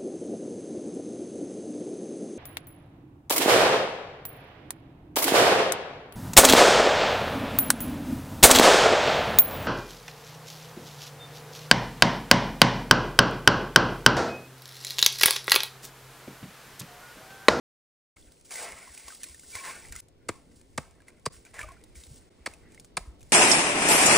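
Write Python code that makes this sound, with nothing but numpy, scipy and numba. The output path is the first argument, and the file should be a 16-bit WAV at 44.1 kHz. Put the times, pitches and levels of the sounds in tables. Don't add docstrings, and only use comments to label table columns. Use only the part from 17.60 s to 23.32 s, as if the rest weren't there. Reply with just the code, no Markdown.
import sys
import numpy as np
from scipy import signal
from scipy.fft import rfft, irfft
from scipy.io import wavfile
from scipy.ndimage import uniform_filter1d
from numba import njit

SR = 44100
rng = np.random.default_rng(int(sys.argv[2]) if len(sys.argv) > 2 else 0)


def invert_db(x):
    u = np.asarray(x, float) / 20
    return 10 ** u


def persist_wave(psi):
    counts = np.round(np.clip(psi, -1, 1) * 32767).astype(np.int16)
    wavfile.write(sys.argv[1], SR, np.atleast_2d(counts).T)


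N = 252252
T = np.arange(N) / SR

# (t/s, ramp on either side/s)
SPLICE_POINTS = [(2.41, 0.012), (3.694, 0.014), (4.699, 0.0095)]
# (t/s, length/s, level/dB, treble level/dB, edge ring f/Hz, edge ring level/dB)
EDGE_CRUSHES = [(2.685, 0.013, -27.5, -5, 8000, 1), (3.176, 0.0063, -21.5, -4, 8200, 3),
                (3.655, 0.016, -35, 2.5, 4880, 9.5), (4.859, 0.015, -27, -3.5, 4340, 6.5),
                (5.368, 0.01, -25, -0.5, 9200, 8)]


def level(x, db):
    return x * invert_db(db) / np.sqrt(np.mean(x ** 2))


def gain(points, size):
    hz, db = np.transpose(points)
    bins = np.fft.rfftfreq(size, 1 / SR)
    return invert_db(np.interp(np.log(bins + 1), np.log(hz), db))


def equalize(x, points):
    size = x.shape[-1]
    return irfft(rfft(x) * gain(points, size), size)


def colour(x, points):
    return level(equalize(x, points), 0)


def band(x, lo_hz, hi_hz):
    sections = signal.butter(2, [lo_hz, hi_hz], "bandpass", fs=SR, output="sos")
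    return signal.sosfilt(sections, x)


def curves(table):
    s, *columns = np.transpose(table)
    return [np.interp(T, s, c) for c in columns]


def walk(rate):
    k = int(SR / rate)
    held = np.repeat(rng.standard_normal(N // k + 1), k)
    return 1.4 * uniform_filter1d(uniform_filter1d(held, k), k)[:N]


def grit(size, rate, spread_db):
    when, sign, strength = rng.random((size, 3)).T
    return (when < rate / SR) * np.sign(sign - .5) * invert_db(-spread_db * np.log(1 - strength))


@njit
def add(out, start, hz, cycles, size, glide):
    for k in range(len(start)):
        z, turn = size[k] + 0j, 2 * np.pi * hz[k] / SR
        length = int(cycles[k] * SR / hz[k])
        for i in range(start[k], min(start[k] + length, len(out))):
            z *= np.exp(1j * turn * (1 + glide * (i - start[k]) / length) - 6.9 / length)
            out[i] += z.imag


def fade(s, t60_s):
    return np.exp(-np.log(1000) * np.maximum(T - s, 0) / t60_s)


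def until_splice(s):
    later = [cut for cut, _ in SPLICE_POINTS if cut > s]
    return (T > s) & (T < min(later + [np.inf]))


def opposed(x):
    return x * np.array([[1], [-1]])


def wide(x, side_db):
    return x[0] + invert_db(side_db) * opposed(x[1])


def ports(x, *extra_turns):
    # (f/Hz, half turns)
    path_turn = [(0, 0), (2400, 0), (3200, .14), (3900, 0), (6000, -.03), (6800, -.15), (7700, -.42),
                 (9100, -.62), (10200, -.72), (10500, -1), (13600, -1), (15400, -1.5), (16500, -1.1)]
    f = np.fft.rfftfreq(N, 1 / SR)
    half = np.pi / 2 * sum(np.interp(f, *np.transpose(turn)) for turn in (path_turn, *extra_turns))
    return irfft(rfft(x) * np.exp(1j * opposed(half)), N)


def air():
    # (f/Hz, level per Hz/dB)
    air_colour = [(25, -14), (55, -18), (125, -6), (270, -1), (420, -1.5), (800, -11.5), (1200, -16.5),
                  (2300, -22), (4300, -20), (8500, -34), (12000, -50), (15500, -69), (16500, -69)]
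    # (f/Hz, level/dB)
    side_colour = [(100, -40), (600, 3.5), (1100, 4), (1900, -19), (2600, 7.5), (4000, -0.5), (6000, 3.5),
                   (8000, -22), (16000, 0)]
    piece_db = [-68.5, -70, -66.5, -66]
    piece = np.searchsorted([s for s, _ in SPLICE_POINTS], T)
    noise = colour(rng.standard_normal((2, N)), air_colour) * invert_db(np.array(piece_db)[piece])
    return ports(noise[0]) + opposed(equalize(noise[1], side_colour))


def wind():
    # (t/s, rumble level/dB, rustle level/dB)
    gusts = [(.56, -66, -65), (.85, -71.5, -67.5), (1.08, -85, -60), (1.38, -81, -67), (1.77, -69, -65),
             (2.1, -77, -58.5), (2.3, -57.5, -59.5), (2.5, -67, -62), (2.81, -65, -61), (3.08, -60.5, -61),
             (3.27, -62, -62), (3.55, -65.5, -61), (3.92, -60, -64), (4.1, -55.5, -60.5),
             (4.29, -61, -61.5), (4.55, -64.5, -62), (4.75, -62, -61), (5.1, -64, -60.5), (5.3, -63.5, -62),
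             (5.55, -58.5, -59.5), (5.72, -61, -63.5)]
    rumble_db, rustle_db = curves(gusts)
    rumble = colour(rng.standard_normal((2, N)), [(30, -18), (50, -9.5), (90, -11), (150, -21.5), (300, -57.5)])
    rustle = colour(rng.standard_normal((2, N)),
                    [(90, -4), (150, -4.5), (300, -3.5), (500, -9), (800, -25), (1500, -81)])
    rumble = rumble * invert_db(3.5 * walk(10))
    rustle = rustle * invert_db(1.5 * walk(20))
    return invert_db(rumble_db) * wide(rumble, -2.5) + invert_db(rustle_db) * wide(rustle, -9.5)


def tail(gap_s, t60_s):
    t = np.arange(SR // 2) / SR
    h = rng.standard_normal(len(t)) * (t >= gap_s) * np.exp(-np.log(1000) * t / t60_s)
    return h / np.sqrt(np.sum(h ** 2))


def trees(near):
    common = invert_db(-23.0) * signal.fftconvolve(near, tail(0.00043, 0.3))[:N]
    sides = invert_db(-30.5) * signal.fftconvolve(near, tail(0.0018, 0.28))[:N]
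    sides = equalize(sides, [(120, 20), (1000, -9), (4000, 12.5), (12000, 2)])
    return ports(common) + opposed(sides)


def thumps():
    # (t/s, peak level/dB, f/Hz, t60/s)
    swings = [(0.661, -45, 56.6, 0.16), (1.121, -41.5, 69.4, 0.087), (1.291, -42.5, 68, .12),
              (1.69, -44, 71, 0.24), (1.441, -44.5, 59, 0.15), (1.87, -47, 71, 0.08), (1.948, -38, 93, .1),
              (2.297, -33.5, 54, 0.16), (3.769, -44, 58.7, 0.11), (4.023, -39.5, 56.9, 0.5),
              (4.36, -36.5, 66, .15), (4.47, -39, 73, 0.13), (4.507, -26, 147, 0.069),
              (4.799, -41, 55, 0.075), (5.4, -31.5, 40, 0.15), (5.469, -28.5, 59, .13)]
    swell_s = 0.01
    s, db, hz, t60 = np.transpose(swings)
    out = np.zeros(N)
    add(out, (s * SR).astype(np.int64), hz, np.maximum(hz * t60, 1), invert_db(db), 0.)
    swell = np.hanning(int(swell_s * SR)) / (swell_s * SR / 2)
    return band(signal.fftconvolve(out, swell)[:N], 43, 360)


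def motion():
    # (t/s, hiss level/dB, rasp over hiss level/dB)
    shuffle = [(.56, -58, -8), (.84, -71, -13.5), (.9, -57.5, -9), (1.2, -53, -2.5), (1.36, -53.5, -6.5),
               (1.52, -50, -6.5), (1.58, -59, -33), (1.75, -57.5, -26), (1.86, -58, -10),
               (1.93, -50.5, -9.5), (2.2, -53, -7), (2.31, -59.5, -3), (2.404, -45.5, -21),
               (2.42, -89, 11.5), (3.0, -69.5, -9.5), (3.4, -77.5, 5.5), (4.2, -71, -11), (4.33, -70.5, -7),
               (4.68, -74.5, 3.5), (5.05, -77.5, 6.5), (5.14, -64, -3), (5.25, -65.5, -11),
               (5.355, -88, 10), (5.58, -87, 10), (5.7, -64.5, -6.5)]
    # (start t/s, hold/s, hiss level/dB, high rasp over hiss level/dB, low rasp over hiss level/dB)
    drags = [(0.845, 0.012, -55.5, -23, -32), (0.901, 0.095, -41.5, -8.5, -6.5),
             (0.976, 0.071, -42, -2, -2), (1.041, 0.09, -57.5, 9, 10.5), (1.473, 0.033, -54, -4.5, -2),
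             (1.593, 0.051, -52, -8.5, -25), (1.658, 0.013, -49.5, -8.5, -13.5),
             (1.941, 0.054, -44.5, -1, -5.5), (2.028, 0.082, -44, 2.5, -1), (2.324, 0.0051, -55.5, 6.5, -3),
             (2.91, 0.0081, -66, -5, -14), (2.954, 0.0064, -62.5, -31, -22), (3.465, 0.027, -66.5, 3, 0),
             (3.714, 0.052, -56.5, -10, -28), (3.852, 0.011, -59, -1, -8), (3.933, 0.038, -55.5, 4, 2),
             (3.976, 0.047, -51, 5.5, 0.5), (4.085, 0.018, -71, -8, 4), (4.345, 0.067, -53, -13.5, -20),
             (4.421, 0.16, -58, -15, -18), (5.625, .04, -71, -13, -11)]
    low_over_high_db, patchy_db = -5, 1.5
    attack_s, swell_share = 0.0039, 0.16
    settle, drop_s, settle_t60_s = invert_db(-5.5), 0.0053, 0.57
    spray_db, spray_high_db, spray_low_db, spray_t60_s = -56, -3.5, 2, 0.59

    def three(high_db, low_db):
        return invert_db(np.array([[0], [high_db], [low_db]]))

    hiss_db, rasp_db = curves(shuffle)
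    uneven_db = patchy_db * np.array([walk(25.01) for _ in range(3)])
    power = invert_db(hiss_db + uneven_db + [0 * T, rasp_db, rasp_db + low_over_high_db]) ** 2
    for s, hold_s, db, high_db, low_db in drags:
        end = s + attack_s + hold_s
        rise = np.clip((T - s) / (attack_s + swell_share * hold_s), 0, 1)
        quick_drop = fade(end, np.log(1000) * drop_s)
        shape = rise * (settle * fade(end, settle_t60_s) + (1 - settle) * quick_drop)
        power = power + (invert_db(db) * shape * until_splice(s) * three(high_db, low_db)) ** 2
    for s, *_ in EDGE_CRUSHES:
        spray = invert_db(spray_db) * until_splice(s) * fade(s, spray_t60_s)
        power = power + (spray * three(spray_high_db, spray_low_db)) ** 2
    return np.sqrt(power)


def resonate(x, modes, flicker_db):
    rings = [invert_db(db + flicker_db * walk(30)) * band(x, hz - w / 2, hz + w / 2) for hz, w, db in modes]
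    return level(sum(rings), 0)


def chips(strength):
    chips_per_s, lowest_hz, octaves = 60., 1780, 1.56
    smallest_db, spread_db = -1.5, 2.5
    when, pitch, size = rng.random((600, 3)).T
    start = (np.cumsum(-np.log(1 - when)) / chips_per_s * SR).astype(np.int64)
    size = (start < N) * invert_db(smallest_db - spread_db * np.log(1 - size))
    out = np.zeros(N)
    add(out, start, lowest_hz * 2 ** (octaves * pitch), np.full(len(start), 25.), size, .04)
    return out * strength


def scuff():
    # (f/Hz, level per Hz/dB)
    hiss_colour = [(500, -44), (1200, -27), (2200, -15), (2800, -9), (4800, -1.5), (6500, -2.5), (8500, 4),
                   (10000, 4), (11000, -9), (13500, -6), (15500, -3.5), (16500, -46.5)]
    # (f/Hz, width/Hz, level/dB)
    low_hollows = [(616, 340, 2.5), (708, 166, 3.5), (848, 188, 5), (1050, 182, 8), (1250, 190, 6.5)]
    high_hollows = [(1500, 270, 2), (1726, 145, 2.5), (1968, 278, 2.5), (2343, 176, 1.5), (2490, 217, -6)]
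    # (start t/s, end t/s, f/Hz, level/dB)
    singing = [(1.96, 2.115, 1075, -49), (1.925, 2.015, 2300, -48.5), (.95, 1.0, 2050, -46),
               (4.085, 4.12, 1075, -51), (4.03, 4.05, 1200, -33.5)]
    strength, high, low = motion()
    crystals = (grit(N, 4000, 3.2) + 1.25 * rng.standard_normal(N)) * invert_db(0.91 * walk(60))
    crumb = np.exp(-np.arange(200) / 95.0) * rng.standard_normal(200)
    crumbs = signal.fftconvolve(grit(N, 90, 2.4), crumb)[:N]
    crystals = level(crystals, 0) + level(crumbs, -9)
    hiss = colour(crystals, hiss_colour)
    hiss = hiss / np.std(band(hiss, 2800, 10000))
    rasp = high * resonate(crystals, high_hollows, 2.0) + low * resonate(crystals, low_hollows, 2.2)
    out = strength * hiss - rasp + chips(strength)
    for start, end, hz, db in singing:
        swell = np.clip(np.minimum(T - start, end - T) / 0.0082, 0, 1)
        out = out + swell * level(band(crystals, hz - 22, hz + 22), db)
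    return out


def ticks():
    # (t/s, ring level/dB, ring f/Hz, snap level/dB)
    landings = [(.568, -48, 2180, -67), (.625, -52, 3420, -65), (0.72, -54, 4600, -52),
                (.568, -58, 1280, -72), (.811, -71, 590, -54), (.908, -42, 2300, -35),
                (.922, -38.5, 2220, -39), (.956, -33, 2080, -34), (1.229, -45, 2140, -52),
                (1.275, -44.5, 1050, -52), (1.376, -41, 2410, -37.5), (1.482, -43, 1100, -36),
                (1.504, -40.5, 1530, -52), (1.523, -45.5, 1250, -45), (1.548, -62, 2520, -41),
                (1.616, -50, 2080, -48), (1.633, -41.5, 1765, -31), (1.64, -41, 2430, -32),
                (1.745, -46, 1800, -42.5), (1.795, -52, 2150, -43), (1.834, -53, 1500, -47),
                (1.953, -31.5, 2130, -30.5), (2.251, -41.5, 2010, -49), (2.323, -43, 1850, -33.5),
                (2.354, -45, 1310, -39), (2.362, -38, 2045, -35.5), (2.402, -48, 2680, -33),
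                (2.484, -66, 704, -54), (3.013, -69, 890, -53), (3.31, -71, 2200, -57),
                (3.404, -52, 1640, -61), (3.483, -41.5, 2040, -45.5), (3.597, -79, 2080, -61),
                (3.851, -50, 2305, -47), (3.866, -46, 2364, -63), (3.944, -42.5, 2210, -70),
                (3.992, -28.5, 1720, -36), (4.001, -35, 1700, -52), (4.014, -30, 2330, -38),
                (4.031, -33, 2300, -41), (4.044, -41, 620, -50), (4.087, -40, 1066, -51),
                (4.119, -50.5, 673, -49.5), (4.167, -52, 1400, -69), (4.238, -66, 865, -46.5),
                (4.355, -47.5, 2280, -61), (4.437, -43.5, 3700, -45), (4.468, -58, 2200, -49),
                (4.937, -45.5, 2550, -46.5), (5.12, -59, 2410, -53), (5.146, -56, 1850, -48.5),
                (5.177, -43, 2110, -58), (5.198, -58, 2380, -41.5), (5.246, -65, 1200, -45.5),
                (5.595, -65, 696, -60), (5.607, -61, 697, -50), (5.615, -55, 2490, -51),
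                (5.629, -62, 670, -48)]
    s, ring_db, hz, snap_db = np.transpose(landings)
    start = (s * SR).astype(np.int64)
    out = np.zeros(N)
    add(out, start, hz, np.full(len(s), 55), invert_db(ring_db), .04)
    noise = colour(rng.standard_normal((len(s), 600)),
                   [(1200, -13), (3000, -7), (9000, 1.5), (11000, 5), (16000, -16)])
    snap = np.exp(-np.arange(600) / 190.0) * noise
    for i, g, burst in zip(start, invert_db(snap_db), snap):
        out[i:i + 600] += g * burst
    return out


def blows():
    # (f/Hz, level per Hz/dB)
    ice = [(50, -32), (120, -2.5), (250, 10.5), (440, 10), (700, 6), (1030, 6), (1400, 4), (2100, 5.5),
           (3000, -3.5), (4800, 1), (6500, -5.5), (8200, 3.5), (10500, -6), (15000, -13.5), (16500, -24)]
    # (time after the edge meets ice/s, crack level/dB,
    # knock f/Hz, knock level/dB, boom f/Hz, boom level/dB)
    cracks = [(0.0034, -16, 520, -24, 114, -36), (.001, -19.5, 650, -20, 155, -34.5),
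              (.006, -21, 1126, -21, 142, -29.5), (0.00211, -19.5, 1990, -25, 240, -62),
              (0.00188, -21.5, 2380, -21.5, 173, -39.5)]
    bend_s = 0.0043
    lead = 256
    out, size = np.zeros(N), 8192
    t, f = np.arange(size) / SR, np.fft.rfftfreq(size, 1 / SR)
    bend = np.exp(-2j * np.pi * bend_s * (2 * np.sqrt(1000 * f) - f * np.sqrt(1000 / 9000)))
    for edge, main in zip(EDGE_CRUSHES, cracks):
        s, crush_s, crush_db, treble_db, edge_hz, edge_db = edge
        crack_s, crack_db, knock_hz, knock_db, boom_hz, boom_db = main
        push = np.clip(t / 0.00065, 0, 1) ** 2 * np.exp(-np.maximum(t - 0.84 * crush_s, 0) / 0.0034)
        crush = push * (grit(size, 8000, 2.03) + .5 * rng.standard_normal(size)) * invert_db(crush_db)
        late = np.maximum(t - crack_s, 0)
        crack = (t >= crack_s) * np.exp(-late / 0.0029) * np.sign(rng.standard_normal(size)) * invert_db(crack_db)
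        knock = np.exp(-late / 0.0023) * np.sin(2 * np.pi * knock_hz * late) * invert_db(knock_db)
        boom = np.exp(-late / 0.0093) * np.sin(2 * np.pi * boom_hz * late) * invert_db(boom_db)
        bite = gain(ice, size) * gain([(2500, 0), (3500, treble_db)], size)
        bite = bite * invert_db(edge_db * np.exp(-((f / edge_hz - 1) / .09) ** 2))
        bite = bite * gain([(450, 0.23 * (boom_db + 30.0)), (750, 0)], size)
        body = rfft(knock + boom) * gain([(30, -18), (80, 0.5)], size)
        wave = irfft((rfft(crush + crack) * bite + body) * bend, size)
        i = int(s * SR) - lead
        out[i:i + size] += np.roll(wave, lead)
    return out


def scene():
    # (f/Hz, extra half turns)
    blow_turn = [(500, 0.022), (2000, 0), (4400, 0.16), (6500, 0), (10000, 0.042), (11000, 0.13),
                 (12500, 0), (16500, 0.079)]
    snow, chisel = scuff() + ticks(), blows()
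    near = ports(snow + thumps()) + ports(chisel, blow_turn)
    return air() + wind() + trees(snow + chisel) + near


def roll_off(x):
    return signal.sosfilt(signal.butter(12, 16500, fs=SR, output="sos"), x)


def record(dry):
    start_s, top_hz = 0.5596, 15650
    gate = np.clip((T - start_s) / 0.008, 0, 1)
    for s, dip_s in SPLICE_POINTS:
        gate = gate * np.clip(np.abs(T - s) / dip_s, 0, 1)
    low_pass = signal.ellip(8, .2, 60, top_hz, fs=SR, output="sos")
    mix = signal.sosfilt(low_pass, dry * gate)
    return roll_off(mix)


dry = scene()
out = record(dry)
persist_wave(out)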